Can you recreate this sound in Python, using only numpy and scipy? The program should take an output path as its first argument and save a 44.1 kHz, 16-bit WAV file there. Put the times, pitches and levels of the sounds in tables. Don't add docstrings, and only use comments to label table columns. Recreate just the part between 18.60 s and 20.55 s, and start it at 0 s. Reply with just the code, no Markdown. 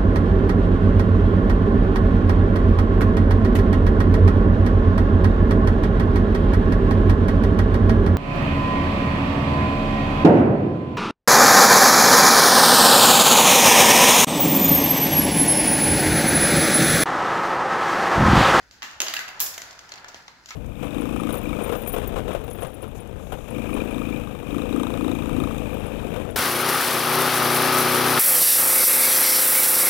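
import sys
import numpy as np
from scipy import signal
from scipy.fft import rfft, irfft
from scipy.io import wavfile

SR = 44100
rng = np.random.default_rng(int(sys.argv[2]) if len(sys.argv) > 2 else 0)


def to_wav(s):
    ch = np.atleast_2d(s).T
    pcm = np.round(np.clip(ch, -1, 1) * 32767)
    wavfile.write(sys.argv[1], SR, pcm.astype(np.int16))


N = 85995
SIZE = 2 ** 15
HZ, T = np.fft.rfftfreq(SIZE, 1 / SR), np.arange(SIZE) / SR
SCENE_HZ = np.fft.rfftfreq(N, 1 / SR)
HIT_GAIN = np.sqrt(.004 * SR)


# (time [s], level [dB], body [dB], knock [dB], treble [dB], tail [dB],
# resonances of the piece [(frequency [Hz], level is not set per resonance)])
CLACKS = [(.2212, -32.5, -3.5, 0.5, -14, -1, [290, 880, 1110, 1320, 1760, 2760]),
          (.229, -30, -8.5, -1, -6, -1.5, [780, 1110, 1850]),
          (.4032, -17, 0, -6, -2, -1, [360, 640, 2780, 2980]), (.4175, -21.5, -6, 0.5, 1, -2, [6400, 6400]),
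          (.483, -25, 0.5, -0.5, -4.5, 2, [4770]), (.5388, -25.5, -1, 4.5, 4, -1.5, [1280, 1950, 3990]),
          (.5665, -26.5, -3, 2, -7, -1, [1650, 2740, 4660]),
          (.5915, -31.5, 4.5, 7.5, 3, -1.5, [1500, 2030, 5900]), (.6885, -38.5, 7, 0, -6, -7, [840, 730]),
          (.8027, -21.5, -7.5, -16, 10.5, 2, [5250]), (.808, -26.5, -3.5, -1.5, -10, -1, [300, 1050]),
          (.9793, -29.5, 0, -3, 0, -2, [700, 1900, 2050, 6080]), (1.0185, -31, -1.5, -4, -4.5, 2, []),
          (1.3197, -33.5, 1, 1.5, -10.5, -1, [4270]), (1.3387, -35, 1.5, -6, -15, -4, [1770]),
          (1.4445, -41, 8.5, 3.5, -10, 0, [950, 1420, 1720]), (1.5448, -36.5, 7.5, 1, -11, -1, []),
          (1.6805, -38.5, 4, 0.5, -15, -5, [950, 1150, 2100, 4100]),
          (1.9067, -33.5, -4, 1.5, -10, -2, [930, 1290, 2180])]
# (time [s], level [dB])
TICKS = [(.111, -41.5), (.312, -41), (.796, -30.5), (1.109, -35.5), (1.129, -41.5), (1.1915, -35),
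         (1.292, -39.5), (1.358, -41), (1.859, -37.5)]
# (body [dB], knock [dB], treble [dB], tail [dB])
TICK_TONE = (-3.5, -7, -9.5, -1)

def clacks_and_ticks():
    ticks = [(s, db, *TICK_TONE, []) for s, db in TICKS]
    return plastic_hits(CLACKS + ticks, impact)


# (time [s], level [dB], body [dB], knock [dB], treble [dB], tail [dB], resonances [Hz])
SKITTERS = [(.463, -27.5, -3, 2, -14, 0, [750, 2920]), (.678, -37.5, 7.5, 6, -1, -0.87, [2750, 4700]),
            (.861, -28, -10, -6.5, 6.5, -0.47, [7830]), (.937, -33, -6.5, -5, -1, -0.51, []),
            (1.375, -41.5, -2, 2, -24, -0.084, [4400]), (1.481, -34, 0.5, -10.5, -10, 0, []),
            (1.886, -35.5, -9, -3, -7, -1, [])]

def skitters(swell_s=.0043):
    return plastic_hits(SKITTERS, lambda: chatter(T * decay(swell_s)))


# (frequency [Hz], gain [dB])
PLASTIC_SPECTRUM = [(50, -24), (170, -11.5), (290, -4.5), (450, -5), (720, 1), (1500, 4), (5400, 4),
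                    (7100, 7), (8400, -10.5), (12000, -4), (15800, -9)]
# (frequency [Hz], level [dB])
RAIL_MODES = [(1670, -20), (2055, -21), (2727, -21.5), (6795, -25)]
BODY_HZ, KNOCK_HZ, SNAP_HZ, TREBLE_HZ = 666, 1890, 5400, 10700

def plastic_hits(hits, contact):
    out = np.zeros((2, N))
    plastic_db = lookup(PLASTIC_SPECTRUM, HZ)
    plastic_db -= 10 * np.log10(np.mean(amp(plastic_db) ** 2))
    tails = [rfft(room_tail() + ring(RAIL_MODES, t60_s=.16)) for _ in range(4)]
    for k, (s, db, body, knock, treble, tail_db, resonances) in enumerate(hits):
        tone_db = lookup([(BODY_HZ, body), (KNOCK_HZ, knock), (SNAP_HZ, 0), (TREBLE_HZ, treble)], HZ)
        response = minimum_phase(plastic_db + tone_db + piece_lift_db(resonances))
        ears, tail_gain = position(s)
        direct = rfft(contact()) * ears
        tail = tail_gain * amp(tail_db) * tails[k % len(tails)]
        add(out, s, amp(db) * HIT_GAIN * irfft((direct + tail) * response))
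    return out


def piece_lift_db(resonances, peak_db=10):
    power = 1
    for hz in resonances:
        width_hz = 60 + .025 * hz
        power += amp(2 * peak_db) / (1 + (2 * (HZ - hz) / width_hz) ** 2)
    return 10 * np.log10(power)


def impact():
    return unit_energy(amp(-8.5) * (T == 0) + amp(1) * chatter(decay(tau_s=.0031)))


def chatter(envelope):
    return unit_energy(stereo_noise(SIZE, correlation=.5) * envelope)


STEEL_MODES_HZ = [11032, 11635, 11840, 12480, 13163, 13470, 13778, 14605, 14900, 15214, 15450]
# (frequency [Hz], gain [dB])
CRASH_SPECTRUM = [(2000, -34), (4500, -11), (7000, -9.5), (9000, -14), (11000, -3), (13000, 0),
                  (15500, -1.5)]

def steel_strike(time_s=.8028, gain_db=-15.8, ring_db=-15, tilt_db_per_oct=8):
    out = np.zeros((2, N))
    burst = amp(-2) * chatter(decay(tau_s=.006)) + amp(4.5) * room_tail()
    crash = irfft(rfft(burst) * minimum_phase(lookup(CRASH_SPECTRUM, HZ)))
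    top_hz = max(STEEL_MODES_HZ)
    modes = [(hz, ring_db + tilt_db_per_oct * np.log2(hz / top_hz)) for hz in STEEL_MODES_HZ]
    strike = crash + ring(modes, t60_s=.3)
    add(out, time_s, amp(gain_db) * HIT_GAIN * strike * pan(left_minus_right_db=-3.5))
    return out


# (time [s], rumble [dB], rattle [dB])
ROLL_LEVELS = [(0, -55, -54), (.1, -67, -61), (.38, -50.5, -54), (.5, -60.5, -70.5), (.78, -44.5, -53.5),
               (.95, -50.5, -49), (1.27, -53, -53.5), (1.38, -49.5, -50), (1.46, -47, -59.5),
               (1.57, -51.5, -48), (1.65, -58, -56), (1.83, -60.5, -57.5)]
# (frequency [Hz], rumble [dB], rattle [dB])
ROLL_SPECTRA = [(99, -10, -57), (450, -2.5, -28), (760, 5.5, -16), (1490, 2, 6), (3400, -8.5, -4),
                (4840, -20.5, 5), (6980, -16, -4), (8180, -44, -15), (15800, -41, -21)]

def rolling(contacts_per_s, spread_db, column):
    strength = amp(spread_db * np.minimum(rng.exponential(1, N), 4))
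    contacts = strength * rng.choice([-1, 1], N) * (rng.random(N) < contacts_per_s / SR)
    response = impact() + amp(5) * room_tail()
    steady = signal.fftconvolve(np.tile(contacts, 2)[None], response, axes=1)[:, N:2 * N]
    levels = np.array(ROLL_LEVELS)
    level_db = np.interp(np.arange(N) / SR, levels[:, 0], levels[:, column])
    return amp(level_db) * coloured(steady, lookup(ROLL_SPECTRA, SCENE_HZ, column))


# (time [s], left ear lead [ms], left minus right [dB], tail [dB])
PATH = [(.2, -0.056, -2, 5), (.42, -0.062, -0.5, 0), (.8, -0.065, -2, 2), (1.0, -0.014, -0.5, -2),
        (1.4, 0.23, -1, -3.5), (1.901, 0.15, 3.5, 3.5)]

def position(s):
    times, *columns = np.transpose(PATH)
    lead_ms, side_db, tail_db = [np.interp(s, times, column) for column in columns]
    delay_s = np.round(np.maximum([[-lead_ms], [lead_ms]], 0) * SR / 1000) / SR
    return np.exp(-2j * np.pi * HZ * delay_s) * pan(side_db), amp(tail_db)


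# (frequency [Hz], t60 [s], level [dB], left-right correlation [0..1])
ROOM_BANDS = [(98.7, 0.38, 3.5, 0.9), (342, 0.42, 0.5, 0.83), (694, 0.74, 0.5, 0.67), (1670, 0.61, 3, 0),
              (6500, 0.48, -3.5, 0), (12200, 0.32, 1, 0), (15900, 0.248, 3, 0.11)]

def room_tail(onset_s=.0029, build_s=.0066):
    hz, t, bands = signal.stft(rng.standard_normal((2, SIZE)), SR, nperseg=256)
    t60_s, level_db, correlation = [lookup(ROOM_BANDS, hz, column)[:, None] for column in (1, 2, 3)]
    bands[1] = correlation * bands[0] + np.sqrt(1 - correlation ** 2) * bands[1]
    dying = bands * amp(level_db - 60 * t / t60_s) / np.sqrt(t60_s)
    tail = signal.istft(dying, SR, nperseg=256)[1][:, :SIZE]
    return unit_energy(tail * np.clip((T - onset_s) / build_s, 0, 1))


# (frequency [Hz], gain [dB])
HUM_SPECTRUM = [(25, -20.5), (55, 2), (115, -4), (400, -11), (1500, -38.5), (9000, -39.5)]

def room_hum(level_db=-62.5):
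    return amp(level_db) * coloured(stereo_noise(N, correlation=.76), lookup(HUM_SPECTRUM, SCENE_HZ))


def ring(modes, t60_s):
    out = np.zeros((2, SIZE))
    fade = amp(-60 * T / t60_s)
    for hz, db in modes:
        out += amp(db) * unit_energy(np.sin(2 * np.pi * (hz * T + rng.random((2, 1)))) * fade)
    return out


def stereo_noise(samples, correlation):
    left, other = rng.standard_normal((2, samples))
    return np.array([left, correlation * left + np.sqrt(1 - correlation ** 2) * other])


def minimum_phase(db):
    cepstrum = irfft(np.log(amp(db)))
    cepstrum[1:SIZE // 2] *= 2
    cepstrum[SIZE // 2 + 1:] = 0
    return np.exp(rfft(cepstrum))


def coloured(x, db):
    return unit_energy(irfft(rfft(x) * amp(db), N)) * np.sqrt(N)


def lookup(table, hz, column=1):
    table = np.array(table)
    return np.interp(np.log(hz + 1), np.log(table[:, 0]), table[:, column])


def amp(db):
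    return 10 ** (np.asarray(db) / 20)


def decay(tau_s):
    return np.exp(-np.minimum(T / tau_s, 50))


def pan(left_minus_right_db):
    return amp([[left_minus_right_db / 2], [-left_minus_right_db / 2]])


def unit_energy(x):
    return x / np.sqrt((x ** 2).sum(-1, keepdims=True) + 1e-20)


def add(mix, s, sound):
    part = mix[:, max(round(s * SR), 0):][:, :SIZE]
    part += sound[:, :part.shape[1]]


def scene():
    rumble = rolling(contacts_per_s=2500, spread_db=5.5, column=1)
    rattle = rolling(contacts_per_s=440, spread_db=2.5, column=2)
    return rumble + rattle + room_hum() + steel_strike() + clacks_and_ticks() + skitters()


def record(dry):
    lowpass = signal.firwin(511, 15780, window=("kaiser", 9), fs=SR)
    return signal.oaconvolve(dry, lowpass[None], "same")


dry = scene()
out = record(dry)
to_wav(out)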